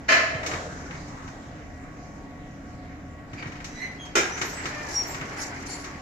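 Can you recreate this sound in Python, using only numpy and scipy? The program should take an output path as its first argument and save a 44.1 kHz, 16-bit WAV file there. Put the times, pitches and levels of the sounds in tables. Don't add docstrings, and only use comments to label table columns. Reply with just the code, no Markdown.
import sys
import numpy as np
from scipy import signal
from scipy.io import wavfile

SR = 44100
rng = np.random.default_rng(int(sys.argv[2]) if len(sys.argv) > 2 else 0)


def wav_out(sig):
    wavfile.write(sys.argv[1], SR, np.round(np.clip(np.atleast_2d(sig).T, -1, 1) * 32767).astype(np.int16))


N = 265041
TIME = np.arange(N) / SR
CUTOFF_HZ = 14400


def clunk():
    # (time [s], level [dB])
    contacts = [(.082, -28), (.087, -17), (.102, -20.5), (.119, -16.5), (.135, -22.5)]
    # (frequency [Hz], relative density [dB])
    spectrum = [(150, -43), (280, -9), (450, -15), (640, -6.5), (850, -16), (1300, -8), (1900, -1),
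                (2600, -7), (3400, -19.5), (5000, -9), (7000, -18.5), (9000, -24.5), (14000, -24.5)]
    # (frequency [Hz], width [Hz], gain [dB])
    steel_modes = [(645, 27, 15.5), (1047, 48, 12), (1294, 78, 9), (1718, 48, 12.5), (1760, 30, 2.5),
                   (2017, 8.7, 11), (2080, 27, 7.5), (2390, 63, 7.5), (2625, 11, 12), (3095, 42, 8.5),
                   (4110, 44, 10)]
    bounce_s, bounce_loss_db, points = .03, 5.5, 6
    last_s, last_db = contacts[-1]
    blows = contacts + [(last_s + k * bounce_s, last_db - k * bounce_loss_db) for k in range(1, 5)]
    out = np.zeros((2, N))
    for k in range(points):
        ring = panel_ring(spectrum, steel_modes, t60_s=.063, tail_t60_s=.75, tail_db=-.5, build_s=.0024)
        out += strike(blows[k::points], ring)
    return out


def latch():
    # (time [s], level [dB])
    blows = [(4.154, -16.5), (4.158, -27.5), (4.177, -24.5), (4.413, -33.5)]
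    # (frequency [Hz], relative density [dB])
    spectrum = [(150, -18.5), (340, -1.5), (500, -5), (850, -8.5), (1150, -7.5), (1500, -3.5), (2300, -4.5),
                (3200, -13), (4300, -19.5), (6300, -7), (9000, -15.5), (14000, -19.5)]
    # (frequency [Hz], width [Hz], gain [dB])
    modes = [(338, 22, 7), (404, 24, 4), (1060, 60, 3), (1392, 32, 11.5), (1610, 22, 10), (2060, 45, 4),
             (2353, 30, 8), (2445, 24, 9.5), (3050, 40, 4), (3690, 36, 11), (5370, 70, 5), (6480, 70, 4)]
    out = np.zeros((2, N))
    for k in range(2):
        ring = panel_ring(spectrum, modes, t60_s=.28, tail_t60_s=.75, tail_db=-7, build_s=.00041)
        out += strike(blows[k::2], ring)
    return out


def doors():
    # (frequency [Hz], relative density [dB])
    roller_spectrum = [(200, -25), (380, 9.5), (550, 1), (800, 7.5), (1200, 4.5), (1900, 6), (2500, 3),
                       (3300, -38), (5000, 0)]
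    guide_spectrum = [(1800, -24), (3200, -17), (4600, 5), (6000, 11), (7200, 6.5), (9500, 8.5),
                      (14000, 0.5)]
    # (start [s], length [s], level [dB])
    binds = [(3.64, 0.5, -54), (4.385, 0.33, -47), (4.809, 0.37, -38.5), (5.357, 0.16, -38),
             (5.649, .22, -40)]
    start_s, stop_s, speed_up_s = 4.15, 6.454, .082
    rollers_db, guides_db, linkage_db = -37, -48, -47.5
    speed = held(start_s, stop_s, speed_up_s, fall_s=1)
    linkage = held(3.28, start_s + speed_up_s, rise_s=.14, fall_s=speed_up_s)
    binding = sum(from_db(db) * swell(s, length_s, rise_share=.33) for s, length_s, db in binds)
    rollers = grainy_noise(roller_spectrum, flutter_db=2.1, flutter_hz=10.8, grain_db=.97, grain_hz=34)
    guides = grainy_noise(guide_spectrum, flutter_db=-1.7, flutter_hz=32, grain_db=2.5, grain_hz=51)
    roller_gain = from_db(rollers_db) * speed + from_db(linkage_db) * linkage
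    guide_gain = from_db(guides_db) * speed + binding
    return roller_gain * rollers + guide_gain * guides


def squeals():
    # (start [s], length [s], first [Hz], last [Hz], level [dB], rasp [0-1],
    #  overtone slope [dB/octave], pan left [dB])
    glides = [(3.362, 0.081, 2365, 2290, -45.5, 0.94, -10.5, -3),
              (3.627, 0.29, 5980, 6120, -59, 0.47, -34, 3), (3.703, 0.31, 1966, 2035, -45, 0.45, -10, -3),
              (3.794, .11, 2070, 2004, -35, 0.46, -16.5, 0.5),
              (3.791, 0.096, 6100, 6090, -54.5, .8, -3, -1),
              (3.981, .11, 3280, 3130, -45.5, 0.28, -10, -2.5),
              (4.293, .115, 5730, 6400, -44, 0.5, -25.5, 3), (4.354, 0.12, 6980, 7200, -47, 0.77, -24, -4),
              (4.422, .135, 12000, 13360, -42.5, .8, -40, -2), (4.505, .18, 7890, 7530, -45, 0.2, -58, -2),
              (4.921, 0.14, 5644, 5570, -32, .25, -15.5, -2.5), (5.061, 0.13, 7520, 7290, -45.5, 1, -40, 3),
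              (5.056, 0.079, 13900, 13500, -35.5, .7, -40, -4), (5.372, 0.093, 4900, 5750, -47, .95, 8, -1),
              (5.42, 0.074, 7460, 7400, -46.5, .8, -40, 2), (5.657, 0.128, 4390, 4500, -45, 0.6, -24, -2),
              (5.674, 0.045, 9070, 9100, -33.5, 0.86, -40, -4),
              (5.684, 0.094, 7150, 7270, -45.5, .4, -30, 9),
              (5.709, 0.16, 10400, 9840, -47.5, 0.9, -40, -3)]
    out = np.zeros((2, N))
    jitter = .022 * drift(500)
    scatter = (drift(220) + 1j * drift(270)) / np.sqrt(2)
    for start_s, length_s, first_hz, last_hz, db, rasp, slope_db, pan_db in glides:
        on = (TIME >= start_s) & (TIME < start_s + length_s)
        hz = np.interp(TIME[on] - start_s, [0, length_s], [first_hz, last_hz]) * (1 + rasp * jitter[on])
        phase = running_phase(hz)
        pressure = swell(start_s, length_s, rise_share=.31)[on] ** 1.36
        slips = np.sqrt(1 - rasp ** 2) + rasp * scatter[on]
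        pan = from_db([[pan_db / 2], [-pan_db / 2]])
        for k in range(1, int(CUTOFF_HZ / first_hz) + 2):
            partial = np.real(slips * np.exp(1j * k * phase)) * (k * hz < SR / 2)
            out[:, on] += from_db(db + slope_db * np.log2(k)) * pressure * partial * pan
    return np.sqrt(2) * out


def knocks():
    # (time [s], thud [dB], clank [dB], tick [dB])
    blows = [(.345, -33.5, -38, -68), (.431, -49, -35, -44), (.462, -44, -32.5, -31),
             (.513, -38.5, -33, -42), (.536, -38, -32.5, -45), (.908, -44, -39.5, -62),
             (.95, -46, -43.5, -64), (1.277, -42, -46, -51), (3.332, -40.5, -42.5, -51),
             (3.457, -36.5, -42, -61), (3.643, -46, -43, -38), (4.051, -72, -52, -47.5),
             (4.377, -53, -37, -41), (4.414, -41, -27.5, -30.5), (4.655, -43.5, -30.5, -36.5),
             (5.145, -42, -36, -44), (5.212, -38.5, -36.5, -49), (5.603, -60, -60, -48.5),
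             (5.842, -65, -44, -40.5)]
    # (frequency [Hz], relative density [dB])
    floor = [(30, 0), (75, 5), (140, 0), (280, -11.5), (500, -9.5), (1000, -15), (2000, -62)]
    panels = [(150, -47), (400, 10.5), (650, -22), (1000, 5.5), (1500, 2), (2100, 7), (2600, -4.5),
              (3400, -6), (8000, -84)]
    fittings = [(1200, -34), (2500, 4), (3800, -5), (5000, 8), (7000, 8.5), (9000, -2.5), (14000, -1.5)]
    # (frequency [Hz], width [Hz], gain [dB])
    floor_modes = [(130, 21, -2.5), (144, 75, 8)]
    fitting_modes = [(2650, 120, 5), (3760, 190, 8), (5970, 81, -4.5)]
    times_s, *levels_db = np.transpose(blows + rattles())
    thud = panel_ring(floor, floor_modes, t60_s=.26, tail_t60_s=.52, tail_db=-24, build_s=.00055)
    clank = panel_ring(panels, modes=(), t60_s=.032, tail_t60_s=.36, tail_db=-3, build_s=.00048)
    tick = panel_ring(fittings, fitting_modes, t60_s=.13, tail_t60_s=.98, tail_db=-8.5, build_s=.00093)
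    return sum(strike(zip(times_s, db), ring) for db, ring in zip(levels_db, (thud, clank, tick)))


def rattles():
    # (start [s], end [s], thud [dB], clank [dB], tick [dB])
    spells = [(0.579, 1.25, -45.5, -68, -58), (3.378, 3.62, -57, -43, -52)]
    gap_s, spread_db = .045, 2.5
    rows = []
    for start_s, end_s, *levels_db in spells:
        chance = rng.standard_normal((40, 4))
        times_s = start_s + gap_s * (np.arange(len(chance)) + .25 * chance[:, 0])
        knocks_db = levels_db + spread_db * chance[:, 1:]
        rows += [(s, *db) for s, db in zip(times_s, knocks_db) if s < end_s]
    return rows


def door_motor():
    # (multiple of the gear tone, level [dB])
    harmonics = [(1, -3), (2, -9), (3, 0), (4, -9)]
    start_s, ease_s, end_s = 4.68, 4.83, 4.99
    gear_hz, sag_hz_per_s = 602, 490
    hz = gear_hz - sag_hz_per_s * (np.clip(TIME, ease_s, end_s) - ease_s)
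    phase = running_phase(hz * (1 + .0079 * drift(34.4)))
    gain = from_db(-45.5) * held(start_s, end_s, rise_s=.08, fall_s=.17)
    return gain * sum(from_db(db) * np.sin(k * phase) for k, db in harmonics)


def ride():
    # (frequency [Hz], relative density [dB])
    rumble_spectrum = [(22, -3.5), (45, -1), (80, -2), (130, -5.5), (200, -2), (280, -6.5), (420, -15.5),
                       (700, -10), (1000, -46.5), (1400, -21), (2000, -20), (3200, -49.5), (7000, -45),
                       (14000, -35)]
    scuff_spectrum = [(300, -6), (450, -1.5), (650, -1.5), (1000, -2.5), (1900, -6.5), (3300, -19),
                      (7000, -15), (14000, -37)]
    # (time [s], level [dB])
    scuff_curve = [(0, -49.5), (.4, -40), (.55, -33), (.74, -42.5), (1.3, -45.5), (1.7, -49.5), (3.2, -52),
                   (6, -57)]
    rumble_db, scuff_db = -43.5, np.interp(TIME, *np.transpose(scuff_curve))
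    rumble = rms_one(banded_noise(rumble_spectrum, N, lambda hz: 1))
    scuff = grainy_noise(scuff_spectrum, flutter_db=3, flutter_hz=3.4, grain_db=.5, grain_hz=35)
    return from_db(rumble_db) * rumble + from_db(scuff_db) * scuff


def machinery_hum():
    # (frequency [Hz], level [dB], width [Hz])
    lines = [(79.7, -49, 5.8), (121, -52.5, 5.8), (150.4, -53.5, 6.23), (173, -56, 3.96),
             (266.9, -49, 6.33), (294.2, -49.5, 9.2), (723, -55.5, 4.5), (1927, -61, 6)]
    steady, waver, hum = .7, .5, 0
    for hz, db, width_hz in lines:
        phase = running_phase(hz + .3955 * width_hz * drift(5.84))
        in_phase = steady * np.sqrt(2) + waver * drift(width_hz)
        quadrature = waver * drift(width_hz)
        hum += from_db(db) * (in_phase * np.cos(phase) + quadrature * np.sin(phase))
    return hum


def drive_whine():
    # (start [s], end [s], level [dB])
    spells = [(1.815, 2.474, -65.5), (2.623, 2.848, -71), (3.06, 3.3, -65), (5.005, 5.554, -53.5),
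              (5.75, 6.1, -55)]
    whine_hz, idle_db, fade_s = 1115, -61.5, .093
    ear_phase_rad = np.array([[0], [.8]])
    phase = running_phase(whine_hz + 3.3 * drift(22.5))
    surges = sum(from_db(db) * held(start_s, end_s, fade_s, fade_s) for start_s, end_s, db in spells)
    return (from_db(idle_db) + surges) * np.sqrt(2) * np.sin(phase + ear_phase_rad)


def cab_reverb(x, t60_s, direct_db, wet_db):
    t = TIME[:SR // 2]
    echoes = rms_one(rng.standard_normal((2, len(t))) * from_db(-60 * t / t60_s)) / np.sqrt(len(t))
    return from_db(direct_db) * x + from_db(wet_db) * signal.fftconvolve(x, echoes, axes=1)[:, :N]


def panel_ring(spectrum, modes, t60_s, tail_t60_s, tail_db, build_s):
    # (frequency [Hz], factor on the tail's decay time)
    tail_stretch = [(100, .9), (600, 1.2), (2000, 1.0), (5000, .85), (12000, .65)]
    t = TIME[:SR * 3 // 4]
    build = 1 - np.exp(-t / build_s)
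    early = from_db(-60 * t / t60_s)
    tail = lambda hz: from_db(tail_db - 60 * t / (tail_t60_s * at_hz(tail_stretch, hz)))
    ring = banded_noise(spectrum, len(t), lambda hz: build * (early + tail(hz)))
    for hz, width_hz, db in modes:
        resonance = signal.lfilter(*signal.iirpeak(hz, hz / width_hz, fs=SR), ring)
        ring = ring + (from_db(db) - 1) * resonance
    return ring / np.sqrt(np.mean(ring[:, :SR // 50] ** 2))


def strike(blows, ring):
    out = np.zeros((2, N))
    for s, db in blows:
        start = round(s * SR)
        out[:, start:start + ring.shape[1]] += from_db(db) * ring[:, :N - start]
    return out


def grainy_noise(spectrum, flutter_db, flutter_hz, grain_db, grain_hz):
    bands = banded_noise(spectrum, N, lambda hz: from_db(flutter_db * drift(flutter_hz)))
    return rms_one(bands * from_db(grain_db * drift(grain_hz)))


def banded_noise(spectrum, size, envelope):
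    # (frequency [Hz], left-right correlation)
    likeness = [(60, 0.97), (140, 0.89), (280, 0.84), (500, 0.78), (750, 0.55), (1100, -0.2), (1600, -0.05),
                (2300, 0.12), (4000, 0.03), (8000, -0.05)]
    out = np.zeros((2, size))
    edges_hz = np.geomspace(20, 16000, 25)
    white = rng.standard_normal((2, 2, size + 4000))
    for k, (low, high) in enumerate(zip(edges_hz, edges_hz[1:])):
        if spectrum[0][0] < high and low < spectrum[-1][0]:
            hz = np.sqrt(low * high)
            bandpass = signal.butter(2, [low, high], "band", fs=SR, output="sos")
            mid, side = signal.sosfilt(bandpass, white[k % 2])[:, -size:]
            alike = at_hz(likeness, hz)
            band = np.sqrt(1 + alike) * mid + np.sqrt(1 - alike) * side * [[1], [-1]]
            out += from_db(at_hz(spectrum, hz)) * envelope(hz) * band
    return out


def drift(rate_hz):
    hop, warm_up = 20, 4000
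    pole = np.exp(-2 * np.pi * rate_hz * hop / SR)
    white = rng.standard_normal(N // hop + warm_up + 2)
    slow = signal.lfilter([1], [1, -2 * pole, pole * pole], white)[warm_up:]
    return np.interp(np.arange(N) / hop, np.arange(len(slow)), rms_one(slow))


def held(start_s, end_s, rise_s, fall_s):
    return np.clip(np.minimum((TIME - start_s) / rise_s, (end_s - TIME) / fall_s), 0, 1)


def swell(start_s, length_s, rise_share):
    return held(start_s, start_s + length_s, rise_share * length_s, (1 - rise_share) * length_s)


def at_hz(table, hz):
    table_hz, values = np.transpose(table)
    return np.interp(np.log(hz), np.log(table_hz), values)


def running_phase(hz):
    return 2 * np.pi * np.cumsum(hz) / SR


def from_db(db):
    return 10 ** (np.asarray(db) / 20)


def rms_one(x):
    return x / np.sqrt(np.mean(x ** 2) + 1e-20)


def scene():
    tones = cab_reverb(squeals() + door_motor(), t60_s=.3, direct_db=2, wet_db=5)
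    background = ride() + machinery_hum() + drive_whine()
    return clunk() + latch() + knocks() + doors() + tones + background


def record(dry):
    edge_hz, top_db = 7700, -15
    dull = signal.sosfiltfilt(signal.butter(16, edge_hz, fs=SR, output="sos"), dry)
    shelved = dull + from_db(top_db) * (dry - dull)
    return signal.sosfilt(signal.ellip(10, .2, 80, CUTOFF_HZ, fs=SR, output="sos"), shelved)


dry = scene()
out = record(dry)
wav_out(out)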